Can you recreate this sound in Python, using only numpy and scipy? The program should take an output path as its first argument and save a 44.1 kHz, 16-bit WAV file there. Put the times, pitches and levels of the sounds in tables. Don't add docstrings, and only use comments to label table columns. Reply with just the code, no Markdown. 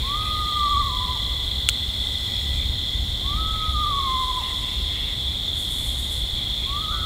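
import sys
import numpy as np
from scipy import signal
from scipy.fft import rfft, irfft, next_fast_len
from scipy.io import wavfile
from scipy.ndimage import uniform_filter1d

SR = 44100
rng = np.random.default_rng(int(sys.argv[2]) if len(sys.argv) > 2 else 0)


def volts(x):
    e = np.asarray(x, float) / 20
    return 10 ** e


def store_wav(level_fs):
    pcm = np.round(np.clip(np.atleast_2d(level_fs), -1, 1) * 32767)
    wavfile.write(sys.argv[1], SR, pcm.T.astype(np.int16))


N = 310905
T = np.arange(N) / SR


def level(x, db=0):
    return x * volts(db) / np.sqrt(np.mean(x ** 2))


def curve(table, off_db=-90):
    s, *columns = np.transpose(table)
    inner = [np.interp(T, s, c) for c in columns[:-1]]
    return inner + [np.interp(T, s, columns[-1], off_db, off_db)]


def bouts(table, fade_s):
    return sum(db * (np.tanh((T - a) / fade_s) - np.tanh((T - b) / fade_s)) / 2 for a, b, db in table)


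def shape(x, gain):
    size = next_fast_len(N)
    hz = np.arange(size // 2 + 1) * SR / size + 1e-3
    return irfft(rfft(x, size) * gain(hz), size)[:N]


def coloured(x, points):
    hz, db = np.transpose(points)
    return level(shape(x, lambda f: volts(np.interp(np.log(f), np.log(hz), db, -120, -120))))


def resonance(x, hz, width_hz):
    return level(shape(x, lambda f: 1 / (1 + ((f - hz) / (width_hz / 2)) ** 2)))


def walk(rate):
    k = int(SR / rate)
    held = np.repeat(rng.standard_normal(N // k + 1), k)
    return 1.224 * uniform_filter1d(uniform_filter1d(held, k), k)[:N]


def forest(x, wet_db, steady=False):
    t60_s, build_s = 1.63, 0.036
    t = T[:2 * SR]
    tail = rng.standard_normal(len(t)) * volts(-60 * t / t60_s) * np.clip(t / build_s, 0, 1)
    wet = signal.fftconvolve(x, tail / np.sqrt(np.sum(tail ** 2)))
    already_ringing = steady * np.pad(wet[N:], (0, 2 * N - len(wet)))
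    return x + volts(wet_db) * (wet[:N] + already_ringing)


def traffic():
    # frequency in Hz, strength in dB per Hz.
    rumble = [(11, -43), (18, -12), (54, -0.5), (68, 2.5), (78, -5.5), (91, -7), (114, -10.5), (168, -21),
              (204, -21), (351, -30), (400, -41), (520, -67), (880, -120)]
    # start in seconds, end in seconds, gain in dB.
    passes = [(-.2, .04, 4.5), (.15, .25, 1.5), (.38, .47, 3), (.7, 1.1, 1.5), (2.45, 2.8, 3.5),
              (2.95, 3.16, 4.5), (3.22, 3.54, 5.5), (3.66, 4.02, 2.5), (4.2, 4.6, -2.5), (5.4, 6.1, 1),
              (6.35, 6.48, 2), (6.92, 7.3, 3)]
    return coloured(rng.standard_normal(N), rumble) * volts(-30.5 + bouts(passes, 0.035))


def air():
    # frequency in Hz, strength in dB per Hz.
    hiss = [(150, 0.5), (300, -3.5), (700, -7), (1000, -9), (1600, -14.5), (2600, -12.5), (4850, -18),
            (5600, -16.5), (6200, -21.5), (9000, -25), (14000, -20.5), (16000, -25)]
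    return coloured(rng.standard_normal(N), hiss) * volts(-42.5 + 0.29 * walk(2.86))


def trill(hz, rate, share, scatter, sag=.02):
    strokes = np.cumsum(rate) / SR + rng.random()
    chance = rng.standard_normal((1000, 2))[strokes.astype(int)]
    stroke = np.minimum(strokes % 1 / share, 1)
    pitch = hz * (1 + scatter * chance[:, 0] + sag * (.5 - stroke))
    tone = np.sin(2 * np.pi * np.cumsum(pitch) / SR)
    return level(np.sin(np.pi * stroke) * volts(2.3 * chance[:, 1]) * tone)


def chorus(count=5):
    # pitch in Hz, pitch spread in Hz, pulses a second, sounding share of a pulse 0-1, level in dB.
    crowds = [(2067, 110, 40, .4, -52.5), (3170, 90, 62, .32, -45), (3436, 95, 58, .32, -28.5),
              (3746, 120, 66, .3, -37), (4132, 130, 52, .26, -42.5), (4490, 140, 56, .26, -53)]
    out = 0
    for hz, spread_hz, rate, share, db in crowds:
        who = rng.standard_normal((count, 2))
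        pace = 1 + .03 * walk(4)
        pitches = hz + spread_hz * np.linspace(-1, 1, count)
        crowd = 0
        for pitch, (hurry, nearness) in zip(pitches, who):
            crowd = crowd + volts(1.56 * nearness) * trill(pitch, rate * (1 + .12 * hurry) * pace, share, .02)
        out = out + level(crowd, db)
    loudness = np.sqrt(np.mean(out ** 2))
    return level(forest(out, 3.3, steady=True)) * loudness * volts(0.42 * walk(1.2))


def soloist(cricket, share, wet_db, scatter, sag):
    (hz, rate, db), song = cricket
    loud = volts(db + bouts(song, 0.11) + 1.1 * walk(11))
    song_tone = trill(hz, rate * (1 + 0.0093 * walk(5)), share, scatter, sag)
    return forest(song_tone * loud, wet_db, steady=True)


def single_crickets():
    # pitch in Hz, pulses a second, resting level in dB; then rows of start and end in seconds, gain in dB.
    tree_cricket = (2007, 38, -60), [(-.3, 3.07, 8.5), (4.4, 4.7, 8)]
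    high_cricket = (15100, 47.9, -69), [(-.3, 2.7, 9), (6.2, 7.3, 6)]
    near_cricket = (4130, 44.6, -70.5), [(-.3, 3, 28.5)]
    next_cricket = (4143, 47.8, -71.5), [(2.95, 7.3, 22.7), (6.2, 11, 2.4)]
    solos = soloist(tree_cricket, .65, 0.85, 0.011, .025) + soloist(high_cricket, .1, -6, .01, .06)
    return solos + sum(soloist(c, .28, -2.5, .012, 0.046) for c in (near_cricket, next_cricket))


def scrape(grain_db):
    return rng.standard_normal(N) * volts(grain_db * walk(300))


def far_katydids():
    # middle in seconds, length in seconds, wing resonance in Hz, level in dB.
    rasps = [(.05, 0.25, 2330, -49), (0.252, 0.16, 2460, -47.5), (0.717, .12, 2290, -59),
             (1.45, .15, 2266, -59), (2.352, 0.13, 2357, -48), (2.588, .15, 2360, -46),
             (3.357, 0.1, 2160, -51), (3.628, 0.18, 2180, -48.5), (4.461, .13, 2860, -45),
             (4.47, 0.15, 2010, -47), (4.717, 0.22, 2840, -46), (4.721, 0.21, 2150, -50),
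             (5.024, 0.21, 2830, -44), (5.018, 0.3, 2060, -44), (5.327, .15, 2314, -52),
             (5.844, 0.16, 2205, -53), (6.412, 0.12, 2320, -50), (6.651, 0.17, 2300, -47),
             (6.72, .15, 2820, -52)]
    far = np.zeros(N)
    for s, length, hz, db in rasps:
        i = slice(max(int((s - .2) * SR), 0), int((s + 0.15) * SR))
        wing = signal.butter(2, [hz - 180, hz + 180], "band", fs=SR, output="sos")
        rasp = signal.sosfilt(wing, rng.standard_normal(20000))[:len(far[i])]
        far[i] += level(rasp, db) * np.exp(-((T[i] - s) / (length / 2)) ** 4)
    return forest(far, -12.0)


def meadow_katydids():
    # frequency in Hz, width in Hz, level in dB.
    wings = [(5265, 620, -1.5), (6940, 1000, -1), (8080, 1100, -1.5), (10110, 1400, -3),
             (12000, 2300, -8.5)]
    # start in seconds, end in seconds, gain in dB.
    joining = [
        (-.3, .8, 1.5),
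        (1.95, 2.65, 2.5),
        (4.2, 4.8, 2.5),
        (5.65, 6.1, 1.5),
    ]
    haze = 0
    for hz, width_hz, db in wings:
        waver = volts(db + .8 * walk(6) + .7 * walk(1.5))
        haze = haze + waver * resonance(scrape(1.8), hz, width_hz)
    return level(haze) * volts(-48 + bouts(joining, 0.097))


def near_katydid():
    # frequency in Hz, strength in dB per Hz.
    wing = [(3240, -40), (5500, -15), (6080, -16), (6710, -4), (8160, 2), (12500, -4.5), (15500, -15)]
    # time in seconds, peak in dB.
    strokes = [
        (5.595, -40),
        (5.72, -39),
        (5.79, -40),
        (5.86, -38.5),
        (5.998, -40),
        (6.125, -40),
    ]
    rise_db_s, fall_db_s = 250, 77
    swells = [volts(db - np.maximum(rise_db_s * (s - T), fall_db_s * (T - s))) for s, db in strokes]
    return coloured(scrape(0.75), wing) * np.max(swells, axis=0)


def twig():
    # time in seconds, peak in dB.
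    snaps = [
        (1.6887, 4),
        (1.6949, -8),
    ]
    # frequency in Hz, level in dB, time to fall 60 dB in seconds.
    wood = [
        [(800, -24, .008), (1400, -16, .015), (2200, -4, .005), (2800, 0, .005), (3350, -2, .012),
         (4100, -10, .006), (6500, -8, .003), (7500, -6, .003), (8400, -3, .004), (10000, -10, .003),
         (12600, -19, .003), (15000, -27, .003)],
        [(4100, 0, .005), (6700, -4, .004), (7800, -3, .004), (11000, -16, .003), (14500, -20, .003)],
    ]
    t, out = T[:2000], np.zeros(N)
    for (s, db), modes in zip(snaps, wood):
        ring = 0
        for k, (hz, mode_db, t60) in enumerate(modes):
            ring = ring + (-1) ** k * volts(mode_db - 60 * t / t60) * np.sin(2 * np.pi * hz * t)
        splinter = volts(-30 - 60 * t / .045) * np.diff(rng.standard_normal(len(t) + 1))
        crack = ring * np.clip(t / .0003, 0, 1) + splinter
        i = int(s * SR)
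        out[i:i + len(t)] += volts(db) * crack / np.max(np.abs(crack))
    return forest(out, -20)


def whistle(hz, db, overtone_db=-40):
    phase = 2 * np.pi * np.cumsum(hz * (1 + 0.00308 * walk(30))) / SR
    throat = volts(overtone_db) / (1 + ((2 * hz - 2090) / 160) ** 2)
    tone = np.sin(phase) + throat * np.sin(2 * phase)
    return uniform_filter1d(volts(db), size=200) * np.sqrt(2) * tone


def owl():
    # time in seconds, middle pitch in Hz, quaver depth in Hz, breath level in dB.
    calls = [
        [(.015, 1016, 3, -40.5), (.16, 1207, 2, -26), (.2, 1248, 8, -32), (.5, 1217, 10, -29.5),
         (.64, 1173, 4, -21.5), (.74, 1158, 22, -22.5), (.84, 1130, 68, -25.5), (.92, 1004, 15.5, -33.5),
         (1.175, 1006, 14, -31)],
        [(3.22, 1050, -2, -46), (3.33, 1182, -2, -32.5), (3.395, 1289, 1, -32.5), (3.7, 1265, 0, -31.5),
         (3.76, 1217, 15, -28.5), (3.88, 1199, 27, -25), (3.95, 1126, 17, -27.5), (4.13, 1043, 12, -25),
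         (4.425, 995, 12, -30)],
        [(6.645, 1060, 0, -45), (6.674, 1075, 0, -41.5), (6.74, 1146, 0, -33), (6.785, 1197, 0, -30),
         (6.825, 1282, 0, -37), (6.87, 1238, 0, -37), (6.905, 1260, 0.0015, -33), (6.935, 1483, 0, -42),
         (7.12, 1400, 0, -49)],
    ]
    # time in seconds, pitch in Hz, level in dB.
    breaks = [
        [(6.91, 1253, -42), (6.94, 1175, -33), (6.99, 1200, -50), (7.05, 1190, -37)],
        [(6.92, 1304, -39), (6.96, 1330, -38), (7.01, 1294, -42), (7.05, 1284, -33)],
    ]
    # time in seconds, depth in dB.
    catch_rows = [(.175, -7.5), (.29, -7), (.336, -5), (0.543, -8.5), (.7, -5), (.845, -12), (.912, -6),
                  (.985, -7), (1.07, -10), (1.135, -6.5), (3.362, -9), (3.528, -11), (3.582, -13),
                  (3.66, -4), (3.727, -11), (3.935, -0.5), (4.03, -6), (4.115, -0.5), (4.26, -8),
                  (4.333, -14), (6.805, -10)]
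    crests = [.797, 3.893, 6.8]
    overtones = [-23, -21, -30]
    quaver_hz, catch_s = 12.7, .012
    scoop_s, scoop_hz, scoop_db = .028, 70, -14
    hook_s, hook_hz, hook_db = .032, 220, -14

    voice = sum(whistle(*curve(b)) for b in breaks)
    catches = sum(db * np.exp(-((T - s) / catch_s) ** 2) for s, db in catch_rows)
    for call, crest_s, overtone_db in zip(calls, crests, overtones):
        hz, depth_hz, breath_db = curve(call)
        scoop = np.clip(1 - (T - call[0][0]) / scoop_s, 0, 1)
        hook = np.clip(1 - (call[-1][0] - T) / hook_s, 0, 1)
        quaver = depth_hz * np.cos(2 * np.pi * quaver_hz * (T - crest_s))
        pitch = hz + quaver - scoop_hz * scoop - hook_hz * hook ** 1.54
        loud_db = breath_db + catches + scoop_db * scoop + hook_db * np.sqrt(hook)
        voice = voice + whistle(pitch, loud_db, overtone_db)
    return forest(voice, -8)


def scene():
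    background = traffic() + air() + chorus() + single_crickets()
    katydids = far_katydids() + meadow_katydids() + near_katydid()
    return (background + katydids + twig() + owl())[None]


def band_limit(x):
    return signal.sosfilt(signal.butter(12, 16490, fs=SR, output="sos"), x)


def record(dry):
    top_hz = 15750
    dull = shape(dry[0], lambda f: 1 / (1 + (f / top_hz) ** 200))[None]
    return band_limit(np.clip(dull, -.97, .97))


dry = scene()
out = record(dry)
store_wav(out)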